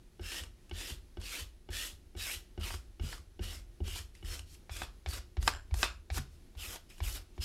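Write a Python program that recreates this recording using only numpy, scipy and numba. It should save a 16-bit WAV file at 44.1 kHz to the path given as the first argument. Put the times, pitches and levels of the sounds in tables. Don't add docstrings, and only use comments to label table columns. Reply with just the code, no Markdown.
import sys
import numpy as np
from scipy import signal
from scipy.fft import rfft, irfft
from scipy.io import wavfile
from scipy.ndimage import uniform_filter1d
from numba import njit

SR = 44100
rng = np.random.default_rng(int(sys.argv[2]) if len(sys.argv) > 2 else 0)


def volts_from_db(level):
    exponent = np.asarray(level, float) / 20
    return 10 ** exponent


def pcm_store(signal):
    levels = np.round(np.clip(np.atleast_2d(signal), -1, 1) * 32767)
    wavfile.write(sys.argv[1], SR, levels.astype(np.int16).T)


N = 328118

# (frequency [Hz], density [dB per Hz])
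ROOM_AIR = [(15, -4.5), (25, 13), (66, -12.5), (129, -12.5), (315, -17.5), (361, -13.5), (402, -21),
            (540, -26), (854, -30), (1000, -33), (4300, -34.5), (7380, -39), (11100, -40), (14500, -47),
            (15700, -47.5)]
# (frequency [Hz], width [Hz], level [dB rms])
LAMPS_AND_FAN = [(358, 14, -79), (1916, 30, -92), (6266, 60, -91), (10300, 60, -93), (11289, 80, -87.5)]
ROOM_AIR_DB = -65.5
WALL_LAGS = np.array([523, 691, 887, 1069, 1301, 1553, 1831, 2141])
WALLS_T60_S, WALLS_DAMP, SCRAPE_TO_WALLS_DB, BLOWS_TO_WALLS_DB = 0.28, 0.14, -13, -13.5
SCATTER_T60_S = 0.04

# (frequency [Hz], swing pushed mid-slab [ratio], swing pushed near the rim [ratio], t60 [s])
TABLE_MODES = [(41.6, .7, .4, .75), (56.4, .25, .6, .75), (79, 1.9, .4, .23), (83, -4.3, -2.6, .17)]
# (frequency [Hz], width [Hz], level [dB])
TREMBLE_MODES = [(40.3, 18.0, -7.5), (62.4, 4.6, -17.0), (76.9, 5.3, -5.5)]
# (frequency [Hz], level [dB], t60 [s])
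BOARD_MODES = [(137, 5, 0.24), (224.7, 3.5, 0.09)]
# (time [s], table thump [dB], board [dB])
LIFTS = [(0.407, -38.5, -60), (0.907, -36.5, -45.5), (1.407, -37, -65), (1.919, -46, -58.5),
         (2.349, -43, -77), (2.736, -36, -73.5), (3.036, -71.5, -35.5), (3.187, -45, -64),
         (3.559, -40, -54), (3.989, -38, -72), (4.383, -37.5, -73), (4.819, -41, -69), (5.147, -46, -61),
         (5.431, -44.5, -44), (5.843, -48, -81), (6.166, -36, -57), (6.188, -37.5, -33.5),
         (6.671, -42.5, -68), (7.06, -43, -52), (7.158, -39, -80.5)]
PUSH_DELAY_S, PUSH_S = 0.003, 0.014
SHAKE_REST_DB, SHAKE_RISE_S, SHAKE_FADE_DB_PER_S = -60, 0.018, 78.5

# (time [s], slab knock peak [dB], edge tick [dB], table trembling [dB], table thump [dB])
LANDINGS = [(0.195, -39, -46.5, -59, -34.5), (0.712, -38, -39, -56, -33), (1.171, -38, -45.5, -63, -34),
            (1.689, -40, -44.5, -62.5, -33), (2.151, -41.5, -51, -63, -35), (2.577, -35, -45, -33, -34),
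            (2.997, -39, -42, -38, -32), (3.393, -35.5, -44, -38, -31), (3.804, -33.5, -52, -32.5, -30),
            (4.227, -46, -47.5, -35.5, -38.5), (4.695, -64, -34, -39, -35.5), (5.061, -46, -28, -37.5, -30),
            (5.369, -41, -36, -29.5, -23.5), (5.711, -54.5, -42, -34, -24.5), (6.102, -68, -30, -39, -26),
            (6.552, -55, -48.5, -45, -40), (7.004, -48, -33, -36.5, -26), (7.379, -41, -41.5, -43, -29.5)]
# (time [s], peak [dB], treble above it [dB], bass above it [dB], pitch [Hz])
SNAPS = [(2.297, -36, -18.5, -31.5, 1850), (2.705, -26, -28.5, -14, 1950), (2.741, -28, -32, -3, 1390),
         (3.128, -26, -27, -32, 1730), (3.879, -33, -4, -3, 2900), (4.393, -34.5, -1.5, -34, 3020),
         (4.767, -37, 2, -19, 2400), (4.818, -21, -32, -11, 765), (4.833, -30, -10, -28, 3380),
         (5.087, -37, 0.5, -4, 4630), (5.135, -35, -4, -20.5, 4630), (5.427, -31, -2.5, -5, 1700),
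         (5.477, -4.5, -16, -42.5, 2380), (5.741, -27.5, -4, -10.5, 800), (5.83, -6, -22, -19, 1550),
         (6.173, -28, -21.5, -4.5, 920), (6.759, -35.5, -3, -30.5, 915), (7.41, -39, -10, -20, 2820)]
# (time [s], peak [dB], pitch [Hz])
CRUMBS = [(0.319, -30.5, 2530), (0.344, -33.5, 2900), (0.436, -33.5, 2900), (0.811, -31, 2660),
          (0.9, -33, 2964), (4.546, -53.5, 2060), (0.695, -44, 2727), (1.214, -37.5, 3350),
          (2.611, -37.5, 2900), (3.179, -44, 1190), (4.151, -45, 2075), (4.335, -46, 800),
          (6.143, -33, 2704), (6.708, -43, 2390), (6.901, -46, 3100), (6.981, -44, 2820),
          (7.365, -56, 7000), (1.732, -39, 1640), (1.745, -41, 3340), (2.173, -42, 3330),
          (2.679, -37, 2750), (3.423, -42, 2890), (3.842, -48, 2930), (3.96, -35, 900), (4.247, -42, 1820),
          (5.151, -37, 1510), (5.416, -46, 4700), (6.577, -50, 2750), (7.037, -40, 3310),
          (7.4207, -36, 5100)]
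# (frequency [Hz], level [dB], t60 [s])
SLAB_MODES = [(197.4, -12.5, 0.295), (284, -3, 0.036), (350, 0, 0.068), (590, -1, 0.0167),
              (733, -8.5, 0.0275)]
# (frequency [Hz], level [dB], t60 [s])
EDGE_MODES = [(855, -1, 0.029), (1310, 2.5, 0.011), (1528.5, -6.5, 0.1), (2218, -2.5, 0.049),
              (2900, 3, 0.024), (3350, -3, 0.031), (4100, -14, 0.009), (5400, -5, 0.018)]
# (frequency [Hz], level [dB], t60 [s])
PING_MODE = (2900, 1.5, 0.044)
# (frequency [Hz], level [dB], t60 [s])
RIM_MODES = [(785, -6, 0.029), (1010, 1.5, 0.0083), (1470, 5.5, 0.0033), (1750, 1, 0.01),
             (2250, -2.5, 0.028), (2660, 0, 0.0065), (3578, 8, 0.0032), (5330, -13, 0.018),
             (6500, -14, 0.0091)]
# (frequency [Hz], level [dB], t60 [s])
CRACK_MODES = [(800, -0.5, 0.017), (924, 2, 0.019), (1220, 3, 0.019), (1404, 1.5, 0.016),
               (1550, 4.5, 0.017), (1844, 1, 0.023), (1940, -8.5, 0.035), (2210, -5.5, 0.011),
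               (2530, 3.5, 0.019), (3885, -1, 0.015), (4050, -10, 0.032), (5050, 1.5, 0.01),
               (6170, -4, 0.0074), (7340, 2.5, 0.0082)]
# (frequency [Hz], level [dB], t60 [s])
AFTER_MODES = [(765, -10.5, .1), (915, -2.5, .12), (1176, 1, 0.19), (1360, -5, .12), (1555, -4.5, .12),
               (1615, -3, .12), (1986, -4.5, .1), (2240, -3, .1), (2520, -1.5, .11), (3600, -5.5, 0.16),
               (3900, -9, 0.12), (4660, -5.5, .12)]
AFTER_DB, CRUMB_TREBLE_DB, CRUMB_BASS_DB = -17, -5, -7.5
DULL_PER_KHZ = 0.084
FLAT_FROM_S, RIM_FROM_S = 2.5, 4.6

# (frequency [Hz], width [Hz], level [dB])
BLADE_MODES = [(1950, 55, 9), (2500, 110, -15), (2900, 54, 2), (3240, 290, -1.5), (4410, 230, -7),
               (5640, 780, 6), (7680, 106, -38), (8700, 180, -33)]
# (frequency [Hz], level [dB])
SLAB_DRONE = [(198, -8.5), (290, -3.5), (355, -3.5), (460, -8.0)]
# (frequency [Hz], density [dB per Hz])
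GRIT_SPECTRUM = [(260, -57), (450, -13.5), (650, -11), (960, -13), (1350, -5.5), (1900, -5), (2450, -0.5),
                 (3300, 0.5), (4400, 4.5), (5230, 4.5), (6060, -2), (8000, -7.5), (11800, -14.5),
                 (15700, -21)]
# (time to bite [s], drag [s], grit at the bite [dB], grit at the lift [dB], blade singing [dB])
STROKES = [(0.055, 0.14, -49.5, -46, -0.5), (0.078, 0.12, -46.5, -48, -3.5), (0.088, 0.14, -48, -46, -2.5),
           (0.075, 0.11, -41.5, -46.5, -4), (0.059, 0.13, -45, -46, -1), (0.072, 0.099, -48, -50.5, 5.5),
           (0.037, 0.1, -55.5, -48.5, 3), (0.047, 0.12, -50.5, -51.5, 2), (0.079, 0.1, -51, -46, 6),
           (0.032, 0.082, -54, -44.5, 0), (0.028, 0.11, -53, -50, -19), (0.039, 0.07, -49.5, -49.5, -19),
           (0.054, 0.06, -58, -47, -7), (0.041, 0.0745, -56, -45.5, -28), (0.033, 0.031, -53.5, -43.5, -18),
           (0.063, 0.13, -51.5, -50.5, 12), (0.037, 0.13, -51, -51.5, 10), (0.045, 0.055, -46, -35, 5.5)]
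# (wait before sliding [s], low free mode [Hz], its level [dB],
# high free mode [Hz], its level [dB]), levels above the grit
HOLDS = [(0.017, 1640, -7.5, 5300, -11.5), (0.019, 1720, -14, 3445, -13), (0.031, 1660, -21, 4500, -14),
         (0.018, 1700, -9, 3360, -15), (0.016, 1720, -14.5, 3900, -9), (0.022, 1300, -14, 4900, -14),
         (0.016, 1250, -16, 4715, -30), (0.018, 1800, -17, 5330, -24), (.035, 1600, -18, 2390, -17),
         (0.015, 1750, -15, 5340, -26), (0.011, 2400, -6.5, 3400, -6.5), (0.012, 1700, -23, 4600, -8),
         (0.034, 1900, -11, 4750, -8.5), (.03, 1600, -17, 2800, -20), (0.012, 2400, -27, 4300, -11),
         (0.02, 1400, -23, 5150, -12), (0.017, 3000, -33, 5150, -7.5), (.027, 2600, -15, 5150, -4)]
DUSTY = [-0.1, 0.2, 0, 0.4, 1.9, -0.3, -0.1, -0.4, -0.6, -1, -1.8, -2.2, 1.5, 0.6, -1.5, 0.7, 1.8, -4.5]
# (dust [dB], drone [dB], singing [dB], singing pitch [Hz])
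FIST_COLOURS = [(-8, -6, -13, 3200), (-6.5, -17, -4, 2600), (-3.5, -10.5, -1.5, 2910),
                (-5, -3.5, -12, 4200)]
FLAT_COLOURS = [(-6, -5.5, -8, 2950), (-3, -16, -5, 2930), (-3.5, -12.5, -16, 3060), (-4, -6.5, -43, 3400)]
RIM_COLOURS = [(-3.5, -7.5, -10, 2970), (-1, -18, -10, 2990), (-0.5, -7, -25, 2990), (-26, -17, -42, 2990)]
SKID_COLOURS = [(-12, 3, -8, 2500), (-6, 8.5, -25, 4600), (-7.5, -7, -6, 2100), (-21, -12.5, -33.5, 2500)]
GRAZE_COLOURS = [(-6, -13, -15.5, 2800), (-2.5, -24, -32, 2630), (-5, -11, -5, 2400),
                 (4.5, -20.5, -6, 3700)]
# (low level [dB], low mode [Hz], high level [dB], high mode [Hz])
MUTED = [-40, 1800, -40, 4600]
# (time [s], grit [dB], fade [s])
SKIDS = [(5.488, -37.5, 0.068), (5.842, -35.5, 0.077)]
# (time [s], rise [s], grit [dB], fade [s])
GRAZES = [(4.141, 0.012, -66, 0.192), (4.46, 0.087, -59.5, 0.0307), (6.23, 0.12, -71.5, 0.096),
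          (6.89, .014, -59.5, .17), (6.978, 0.014, -60.5, 0.022)]
# (time [s], length [s], level [dB])
SURGES = [(1.339, 0.021, 1), (2.288, 0.0274, 1), (2.677, 0.023, 1.5), (4.768, 0.0052, 2),
          (5.137, 0.0074, 2.5), (5.184, 0.0093, 2.5), (6.183, 0.0081, 4), (6.651, 0.022, 1),
          (6.681, 0.01, -1), (6.766, .008, 3), (7.08, .015, 1.5), (7.142, 0.014, -3), (7.153, .012, 3)]
USUAL_DB = -47
DRONE_PER_DB, DUST_PER_DB = -0.84, 0.29
SHEEN_HZ, SHEEN_WIDTH_HZ, SHEEN_DB, SHEEN_PER_DB = 11600, 2200, -5.5, 2.5
TOUCH_DB, TOUCH_FOLLOWS, FILL_POWER, LIFT_S, LIFT_DROP_DB = -62, 0.67, 1.38, 0.1, 30
LOW_RISE, RIM_LOW_RISE, FREE_WIDTH_HZ, FREE_FADE_DB = 0.16, 0.054, 91, -21.5


def level(x, db):
    return x * volts_from_db(db) / np.sqrt(np.mean(x ** 2))


def colour(x, points):
    hz, db = np.transpose(points)
    f = np.fft.rfftfreq(N, 1 / SR) + 1
    return irfft(rfft(x) * volts_from_db(np.interp(np.log(f), np.log(hz), db)), N)


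def band(x, lo_hz, hi_hz):
    return signal.sosfilt(signal.butter(3, [lo_hz, hi_hz], "band", fs=SR, output="sos"), x)


def split(x, lo_hz, hi_hz):
    f, spectrum = np.fft.rfftfreq(N, 1 / SR), rfft(x)
    low = 1 / (1 + (f / lo_hz) ** 4)
    high = 1 - 1 / (1 + (f / hi_hz) ** 4)
    return (irfft(spectrum * share, N) for share in (low, 1 - low - high, high))


def walk(rate):
    count = int(N * rate / SR) + 2
    return 1.2 * np.interp(np.arange(N) * (rate / SR), np.arange(count), rng.standard_normal(count))


def decay(seconds, t60_s):
    return 1000. ** (-np.arange(int(seconds * SR)) / SR / t60_s)


@njit
def svf(x, g, k):
    y, b, l = np.empty(len(x)), 0., 0.
    for i in range(len(x)):
        v = (b + g[i] * (x[i] - l)) / (1 + g[i] * (g[i] + k[i]))
        b, l, y[i] = 2 * v - b, l + 2 * g[i] * v, k[i] * v
    return y


def resonate(x, hz, width_hz, bend=0.98):
    return svf(x, np.tan(np.pi * hz / SR) * bend * np.ones(N), width_hz / hz * np.ones(N))


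def ring(modes, push_s, scatter_db=0., detune=0.):
    t = np.arange(SR // 4) / SR
    y = np.zeros(len(t))
    for (hz, db, t60), (a, b) in zip(modes, rng.standard_normal((len(modes), 2))):
        y += volts_from_db(db + scatter_db * a) * np.sin(2 * np.pi * hz * (1 + detune * b) * t) * 1000. ** (-t / t60)
    y = y * (1 - np.exp(-t / push_s))
    return y / np.abs(y).max()


def add(out, s, sound):
    i = int(s * SR)
    out[i:i + len(sound)] += sound[:N - i]


def workroom():
    air = colour(rng.standard_normal(N), ROOM_AIR)
    air = air * volts_from_db(ROOM_AIR_DB) / np.std(band(air, 98.0, 16000))
    hum = sum(level(resonate(rng.standard_normal(N), hz, w), db) for hz, w, db in LAMPS_AND_FAN)
    return air * volts_from_db(1.0 * walk(9.1)) + hum


@njit
def walls(x, lags, gain, damp):
    line, soft, out = np.zeros((8, 4096)), np.zeros(8), np.zeros(len(x))
    for i in range(len(x)):
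        total = 0.
        for k in range(8):
            soft[k] += (1 - damp) * (gain[k] * line[k, (i - lags[k]) & 4095] - soft[k])
            total += soft[k]
        out[i] = soft[0] - soft[3] + soft[5] - soft[6]
        for k in range(8):
            line[k, i & 4095] = x[i] + soft[k] - total / 4
    return out


def room_echo(scrape, blows):
    clutter = rng.standard_normal(SR // 20) * decay(0.05, SCATTER_T60_S)
    scatter = irfft(np.exp(1j * np.angle(rfft(clutter))))
    blurred = signal.oaconvolve(blows, scatter)[:N] * walk(600)
    sent = volts_from_db(SCRAPE_TO_WALLS_DB) * scrape + volts_from_db(BLOWS_TO_WALLS_DB) * blurred
    return walls(sent + 1e-18, WALL_LAGS, volts_from_db(-60 * WALL_LAGS / SR / WALLS_T60_S), WALLS_DAMP)


def shake():
    t, power = np.arange(N) / SR, volts_from_db(2 * SHAKE_REST_DB)
    for s, _, _, db, _ in LANDINGS:
        since = (t - s).clip(0)
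        rise = (since / SHAKE_RISE_S).clip(0, 1) ** 2
        power = power + volts_from_db(2 * (db - SHAKE_FADE_DB_PER_S * since)) * rise
    return 10 * np.log10(power)


def thump(near_rim):
    t = np.arange(SR // 2) / SR
    modes = np.zeros(len(t))
    for hz, middle, rim, t60 in TABLE_MODES:
        modes += (rim if near_rim else middle) * np.sin(2 * np.pi * hz * t) * 1000. ** (-t / t60)
    y = signal.fftconvolve(modes, np.hanning(int(PUSH_S * SR)))
    return y / np.abs(y).max()


def table(shake_db):
    out, middle, rim = np.zeros(N), thump(False), thump(True)
    for s, *_, db in LANDINGS:
        add(out, s + PUSH_DELAY_S, volts_from_db(db) * (rim if s > RIM_FROM_S else middle))
    for s, db, board_db in LIFTS:
        add(out, s, volts_from_db(db) * rim)
        add(out, s, volts_from_db(board_db) * ring(BOARD_MODES, 0.0004))
    push = rng.standard_normal(N)
    tremble = sum(volts_from_db(db) * resonate(push, hz, w) for hz, w, db in TREMBLE_MODES)
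    return out + level(band(tremble, 26, 96), -2.5) * volts_from_db(shake_db)


def dust_burst(lo_hz, hi_hz, t60_s):
    return band(rng.standard_normal(SR // 4), lo_hz, hi_hz) * decay(0.25, t60_s)


def landing_knocks():
    out = np.zeros(N)
    for s, knock_db, tick_db, *_ in LANDINGS:
        add(out, s, -volts_from_db(knock_db - 1.5) * ring(SLAB_MODES, 0.0025, scatter_db=1.5, detune=0.01))
        if s < FLAT_FROM_S:
            modes = EDGE_MODES
        elif s < RIM_FROM_S:
            modes = EDGE_MODES + [PING_MODE]
        else:
            modes = RIM_MODES
        tick = ring(modes, 0.0002, scatter_db=2.5, detune=0.009)
        scuff = dust_burst(660, 4300, 0.095)
        add(out, s, volts_from_db(tick_db + 1) * (tick + volts_from_db(-10.0) * scuff))
    return out


def snaps():
    out = np.zeros(N)
    crumbs = [(s, db, CRUMB_TREBLE_DB, CRUMB_BASS_DB, hz) for s, db, hz in CRUMBS]
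    for s, db, treble_db, bass_db, hz in SNAPS + crumbs:
        modes = [(f, g + DULL_PER_KHZ * (db + 6) * f / 1000, t60) for f, g, t60 in CRACK_MODES]
        modes.append((hz, -0.4 * db, 0.012))
        crack = ring(modes, 0.00092, scatter_db=3.0, detune=0.0043)
        crack = crack + volts_from_db(AFTER_DB) * ring(AFTER_MODES, 0.002, scatter_db=4.5, detune=0.002)
        spit = dust_burst(2333, 10000, 0.027)
        crack = crack + volts_from_db(-4.0) * dust_burst(550, 4800, 0.021)
        thud = ring(SLAB_MODES[1:], 0.00055, scatter_db=3., detune=0.026)
        add(out, s, volts_from_db(db - 7.5) * (crack + volts_from_db(treble_db + 5.5) * spit + volts_from_db(bass_db) * thud))
    return out


def contacts():
    for landing, stroke, hold, dusty_db in zip(LANDINGS, STROKES, HOLDS, DUSTY):
        s = landing[0]
        bite_s, drag_s, bite_db, lift_db, sing_db = stroke
        wait_s, low_hz, low_db, high_hz, high_db = hold
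        grip = FIST_COLOURS if s < FLAT_FROM_S else FLAT_COLOURS if s < RIM_FROM_S else RIM_COLOURS
        hard_db = (bite_db + lift_db) / 2 - USUAL_DB
        touch_db = TOUCH_DB + TOUCH_FOLLOWS * (bite_db - USUAL_DB)
        colours = np.add(grip, [DUST_PER_DB * hard_db + dusty_db, DRONE_PER_DB * hard_db, sing_db, 0])
        rise = LOW_RISE if s < RIM_FROM_S else RIM_LOW_RISE
        bent_hz = low_hz * (1 + rise * np.array([0, 0.25, 0.91, 1]))
        fade_db = np.array([0, 0, 0, FREE_FADE_DB])
        free = np.transpose([low_db + fade_db, bent_hz, high_db + fade_db, np.full(4, high_hz)])
        times = s + np.cumsum([wait_s, max(bite_s - wait_s, 0.008), drag_s, LIFT_S])
        yield times, [touch_db, bite_db, lift_db], np.hstack([colours, free])
    for s, db, fade_s in SKIDS:
        times = s + np.cumsum([-0.006, 0.004, 0.002, fade_s])
        yield times, [db - 27, db, db], np.array([[*c, *MUTED] for c in SKID_COLOURS])
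    for s, rise_s, db, fade_s in GRAZES:
        times = s + np.cumsum([0, rise_s, 0.002, fade_s])
        yield times, [db - 10.5, db, db], np.array([[*c, *MUTED] for c in GRAZE_COLOURS])


def hand():
    t, power = np.arange(N) / SR, np.full(N, 1e-12)
    mix = np.full((8, N), 1e-12) * np.c_[[0, 0, 0, 2800, *MUTED]]
    for s, (touch_db, bite_db, lift_db), colours in contacts():
        gone_s = 2 * s[3] - s[2]
        span = slice(int(s[0] * SR), int(gone_s * SR))
        now = t[span]
        db = np.interp(now, [s[1], s[2], gone_s], [bite_db, lift_db, lift_db - 2 * LIFT_DROP_DB])
        db += (touch_db - bite_db) * ((s[1] - now) / (s[1] - s[0])).clip(0, 1) ** FILL_POWER
        power[span] += volts_from_db(2 * db)
        mix[:, span] += volts_from_db(2 * db) * np.array([np.interp(now, s, c) for c in colours.T])
    surge_db = sum(db * np.exp(-((t - s) / length_s) ** 2) for s, length_s, db in SURGES)
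    power *= volts_from_db(2 * surge_db)
    return 10 * np.log10(uniform_filter1d(power, size=300).clip(1e-12)), *(mix / power)


def slab_patches(force):
    fade = decay(0.05, 0.0331)
    spots = np.zeros(N)
    for _ in range(6):
        pressed = force * walk(28) * volts_from_db(0.6 * walk(16))
        spots += signal.oaconvolve(pressed, fade * rng.standard_normal(len(fade)))[:N]
    return level(spots / np.sqrt(uniform_filter1d(spots ** 2, size=3000)), -7) + force


def drag(grit_db, dust_db, drone_db, sing_db, sing_hz, low_db, low_hz, high_db, high_hz):
    torn = (rng.random(N) < 6000 / SR) * rng.standard_normal(N)
    crumbs = torn * volts_from_db(2.4 * rng.exponential(size=N).clip(0, 5.5))
    force = (level(crumbs, -2.5) + level(rng.standard_normal(N), -0.34)) * volts_from_db(0.55 * walk(60))
    patches = slab_patches(force)
    bend = 1 + 0.00857 * walk(7.2)
    rings = sum(volts_from_db(db + 1.4 * walk(21)) * resonate(force, hz, w, bend) for hz, w, db in BLADE_MODES)
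    body = colour(patches + volts_from_db(-14.0) * rings, GRIT_SPECTRUM)
    singing = resonate(force * volts_from_db(1.5 * walk(82)), sing_hz, 360.0, 1 + 0.015 * walk(7.7))
    drone, grit, dust = split(body, 1500, 6300)
    hiss = band(colour(force, GRIT_SPECTRUM), 5480, 15700)
    dust = volts_from_db(-1) * level(dust, 0) + level(hiss, 0)
    grit = level(grit, -3.5) + level(singing, 0) * volts_from_db(sing_db)
    for db, hz in ((low_db, low_hz), (high_db, high_hz)):
        grit += level(resonate(force, hz, FREE_WIDTH_HZ, bend), 0) * volts_from_db(db + 1.7 * walk(40))
    sheen = resonate(force, SHEEN_HZ, SHEEN_WIDTH_HZ, 1 + 0.013 * walk(2.5))
    dust = level(dust, 0.85) + level(sheen, SHEEN_DB) * volts_from_db(SHEEN_PER_DB * dust_db)
    slab = sum(volts_from_db(db) * resonate(force, hz, 30.0, bend) for hz, db in SLAB_DRONE)
    drone = level(drone, 0.077) + level(slab, -2.8) * volts_from_db(2. 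* walk(30))
    return volts_from_db(grit_db) * (grit + volts_from_db(dust_db) * dust + volts_from_db(drone_db) * drone)


def scene():
    scrape = drag(*hand())
    blows = landing_knocks() + snaps()
    return (workroom() + room_echo(scrape, blows) + table(shake()) + blows + scrape)[None]


def top_cut(x):
    return signal.sosfilt(signal.butter(12, 15850, fs=SR, output="sos"), x)


def record(dry):
    low = signal.butter(2, 30., "high", fs=SR, output="sos")
    top = signal.ellip(10, .2, 70, 15800, fs=SR, output="sos")
    mix = signal.sosfilt(np.vstack([low, top]), dry)
    return top_cut(mix)


dry = scene()
out = record(dry)
pcm_store(out)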